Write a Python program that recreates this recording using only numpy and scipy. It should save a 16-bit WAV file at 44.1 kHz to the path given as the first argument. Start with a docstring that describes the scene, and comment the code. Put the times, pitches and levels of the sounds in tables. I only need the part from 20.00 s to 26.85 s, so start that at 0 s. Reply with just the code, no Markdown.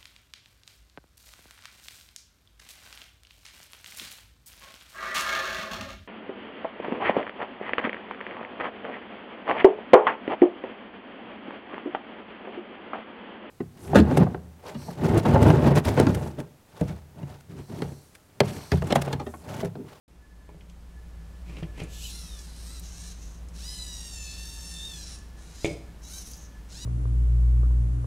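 """Toy robot arm on a table

A quiet room, one microphone close above the table. A small plastic robot arm is gripped, then bent to
and fro by hand. Each bend drives the elbow servo backwards: its gears spin up, whine and rasp in their
housing. The arm knocks on the table and its joints tick; behind it the room hums and faintly whistles."""
import sys
import numpy as np
from scipy import signal
from scipy.fft import rfft, irfft, next_fast_len
from scipy.io import wavfile
from scipy.ndimage import uniform_filter1d

SR = 44100
rng = np.random.default_rng(int(sys.argv[2]) if len(sys.argv) > 2 else 0)


def transcribe(u):
    """Save the signal u as a 16-bit wav file named by the first command-line argument.

    u: samples, shape (n,) or (channels, n), limited to [-1, 1]; the rate is SR.
    q: integer samples, one column per channel.
    """
    v = np.clip(np.atleast_2d(u).T, -1, 1)
    q = np.round(v * 32767).astype(np.int16)
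    wavfile.write(sys.argv[1], SR, q)


N = 302085
TIME = np.arange(N) / SR


def from_db(db):
    """Decibels to gain."""
    return 10 ** (np.asarray(db) / 20)


def unit_rms(x):
    """Scale to an rms of 1."""
    return x / np.sqrt(np.mean(x ** 2) + 1e-20)


def curve(points):
    """Join (seconds, value) points with straight lines, at every sample."""
    return np.interp(TIME, *np.transpose(points))


def eased(x, ramp_s):
    """Turn steps into ramps of the given length."""
    return uniform_filter1d(np.asarray(x, float), max(int(ramp_s * SR), 1))


def during(spans, ramp_s):
    """1 within each (start, end), 0 outside, with ramps between."""
    active = sum((TIME >= start) & (TIME < end) for start, end, *_ in spans)
    return np.clip(eased(active, ramp_s), 0, 1)


def coloured(x, points):
    """Pass a sound through a response given as (Hz, dB) points."""
    size = next_fast_len(N)
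    hz, db = np.transpose(points)
    bin_hz = np.maximum(np.fft.rfftfreq(size, 1 / SR), 1)
    gain = from_db(np.interp(np.log(bin_hz), np.log(hz), db))
    return irfft(rfft(x, size) * gain, size)[:N]


def butter(x, edge_hz, kind, order=2):
    """Butterworth filter."""
    sections = signal.butter(order, np.clip(edge_hz, 1, .45 * SR), kind, fs=SR, output="sos")
    return signal.sosfilt(sections, x + 1e-18)


def drift(rate_hz):
    """Random wandering up to the given rate, with an rms of 1."""
    return unit_rms(butter(rng.standard_normal(N + SR), rate_hz, "low")[SR:])


def ring(clicks, hz, t60):
    """A unit click sets a sine of height 1 ringing."""
    decay, angle = from_db(-60 / (t60 * SR)), 2 * np.pi * hz / SR
    return signal.lfilter([0, np.sin(angle)], [1, -2 * decay * np.cos(angle), decay ** 2], clicks + 1e-18)


def resonance(x, hz, width_hz):
    """Band-pass with gain 1 at its peak."""
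    return signal.lfilter(*signal.iirpeak(hz, hz / width_hz, fs=SR), x)


def room(x, wet_db, t60, dull_hz):
    """The direct sound reaches the microphone first, then a diffuse, duller tail."""
    t = TIME[:SR]
    tail = butter(rng.standard_normal(SR), [250, dull_hz], "band", order=1)
    tail *= from_db(-60 * t / t60) * (t > .004)
    return x + from_db(wet_db) * signal.fftconvolve(x, tail / np.linalg.norm(tail))[:N]


# The air all around the microphone. Each row: time in seconds, level in dB.
AIR_LEVELS = [(0,-56.5),(1.4,-51),(6.85,-50)]
# Its colour. Each row: frequency in Hz, gain in dB.
AIR_COLOUR = [(20,-5.5),(35,4.5),(70,1),(110,-2.5),(180,-5),(250,-8.5),(500,-15),(1000,-18.5),(2000,-24),(4000,-28.5),(8000,-31.5),(12000,-35.5),(15700,-41)]


def room_air():
    """A soft, dark noise that rises a little at first."""
    return from_db(curve(AIR_LEVELS)) * unit_rms(coloured(rng.standard_normal(N), AIR_COLOUR))


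# The hum of the room. Each row: time in seconds, level in dB before the trim.
HUM_LEVELS = [(0.1, -53.5), (0.9, -40.5), (1.5, -37.5), (4.0, -39.5), (5.3, -41.5), (6.85, -42.5)]
# The rumble around it. Each row: centre in Hz, width in Hz, level in dB relative to the hum.
RUMBLE_BANDS = [(58.64,19.7,-7.5),(79.9,54,-39),(171.2,10,-13.5)]


def room_hum(hum_hz=57, waver_hz=1.39, trim_db=-3.0):
    """A low, wavering tone among narrow bands of rumble."""
    hum = np.sqrt(2) * np.sin(2 * np.pi * np.cumsum(hum_hz + waver_hz * drift(3.4)) / SR)
    for hz, width_hz, db in RUMBLE_BANDS:
        phase = 2 * np.pi * hz * TIME
        hum += from_db(db) * (drift(width_hz) * np.cos(phase) + drift(width_hz) * np.sin(phase))
    return from_db(curve(HUM_LEVELS) + trim_db) * hum


# A whistle far in the background. Each row: start and end in seconds, mean level in dB.
WHISTLE_SPELLS = [(0.208, .55, -70.5), (.93, 1.014, -64), (1.095, 1.38, -70), (1.597, 2.046, -66.5),
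                  (2.254, 2.49, -68), (2.953, 3.1, -72), (3.654, 3.912, -65), (4.32, 5.46, -68),
                  (5.792, 6.01, -70), (6.351, 6.66, -67)]


def whistle(hz=1726, flicker_db=4.3, rest_db=-84.5, fade_s=0.16):
    """A thin, flickering tone comes in spells and almost vanishes between them."""
    tone = np.sqrt(2) * np.sin(2 * np.pi * np.cumsum(hz + 3 * drift(41)) / SR)
    flicker = from_db(flicker_db * drift(15))
    spells = sum(from_db(db) * during([(start, end)], fade_s) for start, end, db in WHISTLE_SPELLS)
    return np.maximum(spells, from_db(rest_db)) * flicker * tone


# The arm meets the table below the microphone. Each row: time in seconds, relative level in dB,
# treble limit in Hz (higher is harder), bass limit in Hz (higher is lighter).
CONTACTS = [(0.491,-37.5,700,170),(0.546,-34.5,201,131),(1.496,-36,200,90),(1.573,-33,200,100),(1.627,-23.5,200,89),(1.790,-39,1800,200),(1.818,-28.5,350,140),(1.836,-37,600,160),(5.646,-10.5,1534,323.6),(5.655,-14,590,334),(5.679,-26,400,202),(5.712,-25.5,330,190)]
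# Modes of table and arm together. Each row: frequency in Hz, gain in dB, seconds to fall by 60 dB.
TABLE_MODES = [(93.3,-18,0.86),(119.6,-8,0.46),(161,1.5,0.1),(210,-23.5,0.08),(303,-14,0.26),(333.7,-10,0.17),(418,-3.5,0.063),(482,-2,0.025),(576,-10.5,0.066),(674,-23,0.12),(790,-39,0.068),(907,-25,0.046),(1230,-20.5,0.0079),(2204,-11.5,0.052),(2350,-4.5,0.019),(3144,-14,0.063),(3482,-18,0.053)]


def table_knocks(trim_db=-4.0, scatter_db=3.0):
    """Each contact rings the table and arm; soft ones miss the high modes, light ones the low modes."""
    times, level_db, treble_hz, bass_hz = np.transpose(CONTACTS)
    scatter = scatter_db * rng.standard_normal((len(times), len(TABLE_MODES)))
    knocks = np.zeros(N)
    for (hz, mode_db, t60), chance_db in zip(TABLE_MODES, scatter.T):
        coupling = 1 / np.hypot(1, hz / treble_hz) / (1 + (bass_hz / hz) ** 2)
        blows = np.zeros(N)
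        blows[(times * SR).astype(int)] = coupling * from_db(level_db + mode_db + chance_db)
        knocks += ring(blows, hz, t60)
    return room(from_db(trim_db) * knocks, wet_db=-10, t60=0.46, dull_hz=3500)


# Plastic joints, close by. Each row: time in seconds, level in dB before the trim, pitch in Hz.
JOINT_TICKS = [(0.491,-44,790),(0.609,-46,2500),(0.697,-48.5,2930),(0.698,-52,6500),(1.569,-38.5,2500),(1.631,-34,2160),(1.803,-39,2480),(1.836,-43,7860),(2.391,-38,5840),(2.796,-35,10400),(3.486,-45,6690),(5.187,-44,6900),(5.648,-28,5600),(5.655,-23.5,2450),(5.661,-32.5,6200),(6.269,-49,7390),(6.335,-38,5770)]


def joint_ticks(t60=0.025, trim_db=-3.5):
    """Play in the joints is taken up with a tiny crack."""
    ticks, t = np.zeros(N), TIME[:SR // 10]
    for start, db, hz in JOINT_TICKS:
        noise = unit_rms(butter(rng.standard_normal(len(t)), [hz / 1.28, hz * 1.3], "band"))
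        at = int(start * SR)
        ticks[at:at + len(t)] += noise * from_db(db + trim_db - 60 * t / t60)
    return room(ticks, wet_db=-9, t60=0.1, dull_hz=7000)


# Fingers slide on the sleeve and shift the arm. Each row: start and end of the hold in seconds,
# level in dB.
FINGER_RUBS = [(1.488, 1.605, -48), (1.798, 1.798, -38)]
# The colour of that rubbing. Each row: frequency in Hz, gain in dB.
RUB_COLOUR = [(100,15),(300,14),(600,3.5),(1200,-2.5),(1800,-4.5),(2400,4.5),(3500,-7),(6000,-10),(10000,-18),(15000,-29)]


def grip(grain_db=2.0, rise_db_per_s=396, fall_db_per_s=167):
    """Skin and sleeve stick and slip as the hands take hold; each rub swells, holds and dies away."""
    level = np.zeros(N)
    for start, end, db in FINGER_RUBS:
        before, after = np.maximum(start - TIME, 0), np.maximum(TIME - end, 0)
        level += from_db(db - rise_db_per_s * before - fall_db_per_s * after)
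    friction = rng.standard_normal(N) * from_db(grain_db * drift(108))
    return level * unit_rms(coloured(friction, RUB_COLOUR))


def gears(teeth, mesh_hz, tooth_error=0.019, chatter=0.24, runout=0.14, turns_per_tooth=0.05,
          rasp_db=-9, rasp_db_per_octave=-7, grain_db=2.0, slack_db=9.0, braking_hz_per_s=2200):
    """One pulse per meshing tooth, uneven in timing and force, with sliding friction in between."""
    position = (teeth + tooth_error * drift(150)) % 1
    # teeth roll into contact, so the overtones of each pulse are spread in time
    cycle = np.linspace(0, 1, 2048)
    tooth = sum(np.cos(2 * np.pi * (k * cycle + rng.random())) for k in range(1, 27))
    pulses = unit_rms(np.interp(position, cycle, tooth) * np.sqrt(mesh_hz))
    # an off-centre pinion presses harder once a turn
    force = 1 + runout * np.sin(2 * np.pi * turns_per_tooth * teeth) + chatter * drift(170)
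    # slow gears rasp, fast gears sing
    rasp = from_db(rasp_db + rasp_db_per_octave * np.log2(mesh_hz / 900))
    # under sharp braking the teeth lose contact and rattle in their play
    slowing = -np.gradient(eased(mesh_hz, 1 / 30)) * SR
    rasp *= from_db(slack_db * np.clip(slowing / braking_hz_per_s, 0, 1) ** 2)
    friction = unit_rms(rng.standard_normal(N) * from_db(grain_db * drift(600)))
    return (pulses * force + rasp * friction) / np.sqrt(1 + rasp ** 2)


# The servo housing heard from outside. Each row: frequency in Hz, gain in dB.
HOUSING_COLOUR = [(700,-22.5),(1400,-5),(2000,-6.5),(2700,-9.5),(3300,-11.5),(3900,-5.5),(4600,-3.5),(6200,0),(7800,-6),(10300,-5.5),(11800,-12.5),(14000,-16.5),(15700,-30)]
# Its resonances. Each row: centre in Hz, width in Hz, gain in dB relative to that colour.
SHELL_RESONANCES = [(3970,360,3),(4030,440,8),(4968,170,2.5),(5480,380,6.5),(6100,180,1),(7050,312,2),(8395,230,8),(9400,910,5),(10800,577,-4.5),(12700,580,2)]


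def housing(drive, grip_db=4.0, grip_rate_hz=2.5):
    """The shell rings with the gears; the shifting grip damps now one resonance, now another."""
    rings = sum(resonance(drive, hz, width_hz) * (from_db(db + grip_db * drift(grip_rate_hz)) - 1)
                for hz, width_hz, db in SHELL_RESONANCES)
    return unit_rms(coloured(drive + rings, HOUSING_COLOUR))


def radiated(whir, case_db, sizzle_db):
    """The case radiates the low end and the tooth edges the top, each with its own gain."""
    case = coloured(whir, [(3100, 0), (3700, -40)])
    sizzle = coloured(whir, [(7500, -40), (9500, -12), (11000, -4), (13000, 0)])
    return whir + case * (from_db(case_db) - 1) + sizzle * (from_db(sizzle_db) - 1)


# The zip of the elbow, close up. Each row: frequency in Hz, gain in dB.
ZIP_RESPONSE = [(1000,-17),(2100,-18),(2600,4),(3000,3.5),(3700,3),(5000,-0.5),(7000,3),(8100,3),(9100,-15),(10100,-6.5),(11300,-2),(12500,-9),(14000,-7.5),(15700,-13.5)]


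def joint_zip(drive, rasp=0.97, level_db=-1.0):
    """The joint breaks loose with a raspy zip of gear pulses and noise."""
    return from_db(level_db) * unit_rms(coloured(drive + rasp * rng.standard_normal(N), ZIP_RESPONSE))


def squeal(drive, hz=6250, width_hz=1300):
    """Creeping gears bind and squeal in one resonance of the shell."""
    return unit_rms(resonance(resonance(drive, hz, width_hz), hz, width_hz))


def tooth_skips(binding, max_per_s=70, scatter_db=4.0, decay_s=0.0036, edge_hz=6000):
    """Binding teeth slip now and then, each with a tiny bright crack."""
    slips = rng.random(N) < max_per_s * binding / SR
    sizes = from_db(-scatter_db * np.clip(rng.standard_normal(N), -2, 2))
    envelope = signal.lfilter([1], [1, -np.exp(-1 / (decay_s * SR))], slips * sizes + 1e-18)
    return envelope * unit_rms(butter(rng.standard_normal(N), edge_hz, "high"))


# Gear overtones that catch a resonance of the shell, heard dry. 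Each row: start and end in seconds,
# multiple of the tooth rate, level at the crest in dB before the trim.
SINGING_OVERTONES = [(1.95, 2.03, 4, -52), (2.027, 2.078, 3, -43.5), (2.248, 2.413, 6, -51.5),
                     (3.623, 3.84, 5, -44.5), (3.658, 3.96, 4, -45), (4.071, 4.359, 8, -47.5),
                     (4.103, 4.445, 3, -49.5), (4.123, 4.474, 6, -63), (4.721, 4.99, 4, -41),
                     (4.894, 5.045, 3, -61), (4.932, 5.06, 7, -48), (6.028, 6.113, 7, -55),
                     (6.10, 6.227, 5, -50), (6.11, 6.245, 8, -47), (6.723, 6.875, 6, -50)]


def singing(mesh_hz, trim_db=-1.5, wobble=0.00263, shimmer_db=2.0, runout=0.099, turns_per_tooth=0.16):
    """Single overtones swell and fade above the whir, throbbing with each turn of the pinion."""
    teeth = np.cumsum(mesh_hz * (1 + wobble * drift(59))) / SR
    overtones = np.zeros(N)
    for start, end, multiple, db in SINGING_OVERTONES:
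        swell = np.sin(np.pi * np.clip((TIME - start) / (end - start), 0, 1))
        fray = .4 * drift(133)  # worn teeth mesh a little early or late
        tone = np.sin(2 * np.pi * multiple * teeth + fray)
        overtones += swell * from_db(db + shimmer_db * drift(54)) * tone
    throb = 1 + runout * np.sin(2 * np.pi * turns_per_tooth * teeth)
    return np.sqrt(2) * from_db(trim_db) * throb * overtones


def crossfade(a, b, share):
    """Give b the stated share of the power and a the rest."""
    share = np.clip(share, 0, 1)
    return np.sqrt(1 - share) * a + np.sqrt(share) * b


# Six movements of the elbow under the microphone. Each row: time in seconds, teeth meshing per second.
BREAK_LOOSE_SPEED = [(1.85, 370), (1.9, 470), (1.96, 700), (2.0, 740), (2.05, 1030), (2.08, 960),
                     (2.11, 820)]
FOLD_SPEED = [(2.13, 678), (2.164, 703), (2.38, 584), (2.536, 480), (2.738, 691), (2.91, 505.6),
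              (3.07, 596.6), (3.162, 475), (3.236, 539), (3.4, 424)]
SWING_SPEED = [(3.55, 507.6), (3.576, 598), (3.6, 748), (3.628, 885), (3.654, 976), (3.728, 1020),
               (4.276, 872), (4.504, 914.5), (4.8, 892), (4.864, 924), (5.048, 786), (5.102, 615),
               (5.186, 486.5), (5.2, 436)]
SET_DOWN_SPEED = [(5.37, 463), (5.534, 489), (5.65, 732), (5.67, 701.3), (5.76, 432.8)]
NUDGE_SPEED = [(6.0, 462.3), (6.038, 551), (6.074, 563), (6.122, 753), (6.18, 798), (6.332, 532.5),
               (6.47, 463)]
LAST_BEND_SPEED = [(6.68, 417), (6.696, 472.5), (6.722, 715), (6.79, 938), (6.85, 990)]
# The hands push the joint. Each row: start and end in seconds, force as a gain in dB, sizzle gain in dB,
# tendency to bind from 0 to 1, share of zip from 0 to 1.
HAND_PUSHES = [(1.874, 2.116, 1, 5, 0.1, 0.99), (2.106, 2.585, -1.5, 4.5, 0.08, 0.13),
               (2.587, 2.799, 0, 2, 0.02, 0.02), (2.826, 3.14, 1.5, 1, 0.48, 0.11),
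               (3.168, 3.392, -2, 2, 0.89, 0.17), (3.539, 5.052, -1, -7, 0.1, 0.16),
               (5.059, 5.167, 2.5, -15, 0.07, 0.07), (5.377, 5.792, 0, -5, 0.07, 0.07),
               (6.026, 6.233, 1, 7.5, 0.86, 0.03), (6.25, 6.468, 0, 12.5, 0.95, 0.09),
               (6.68, 6.908, -1.5, -18, 0.18, 0.12)]


def servo(stall_hz=362, rolling_hz=525, bind_hz=500, fast_hz=965, wobble=.003, push_ramp_s=0.027,
          whir_db=-44, whir_db_per_octave=10.5, case_db=-3, case_db_per_octave=-8,
          skip_db=-13.0, flutter_db=0.4, judder_db=1.5):
    """The gears sound through the housing; their speed and the hands' push set level and colour."""
    mesh_hz = curve(BREAK_LOOSE_SPEED + FOLD_SPEED + SWING_SPEED
                    + SET_DOWN_SPEED + NUDGE_SPEED + LAST_BEND_SPEED)
    octaves = np.log2(mesh_hz / fast_hz)
    teeth = np.cumsum(mesh_hz * (1 + wobble * drift(23.8))) / SR
    starts, _, *columns = np.transpose(HAND_PUSHES)
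    push = np.maximum(np.searchsorted(starts, TIME) - 1, 0)  # the latest push at each sample
    force_db, sizzle_db, tendency, zip_share = [eased(column[push], push_ramp_s) for column in columns]
    binding = np.clip(tendency * np.interp(mesh_hz, [bind_hz, fast_hz], [1, 0]), 0, 1)

    drive = gears(teeth, mesh_hz)
    whir = radiated(housing(drive), case_db + case_db_per_octave * octaves, sizzle_db)
    whir = crossfade(whir, squeal(gears(teeth, mesh_hz)), binding)
    whir += tooth_skips(binding) * from_db(skip_db + sizzle_db)
    whir = crossfade(whir, joint_zip(drive), zip_share)

    # faster is louder; binding gears judder, and near a stall they fall silent
    moving = during(HAND_PUSHES, push_ramp_s) * np.interp(mesh_hz, [stall_hz, rolling_hz], [0, 1])
    unsteady_db = flutter_db * drift(30) + judder_db * binding * drift(105)
    level = moving * from_db(whir_db + whir_db_per_octave * octaves + force_db + unsteady_db)
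    return room(level * whir, wet_db=-8, t60=0.51, dull_hz=8050) + singing(mesh_hz)


def scene():
    """One microphone above the table feeds both channels."""
    arm = servo() + table_knocks() + joint_ticks() + grip()
    mono = arm + room_air() + room_hum() + whistle()
    return np.array([mono, mono])


def record(dry, cutoff_hz=15700):
    """The sound begins after a moment, out of near silence; the top is cut steeply."""
    sounding = np.interp(TIME, [.079, .081], [.002, 1])
    low_pass = signal.ellip(12, .1, 90, cutoff_hz, fs=SR, output="sos")
    return signal.sosfilt(low_pass, dry * sounding)


dry = scene()
out = record(dry)
transcribe(out)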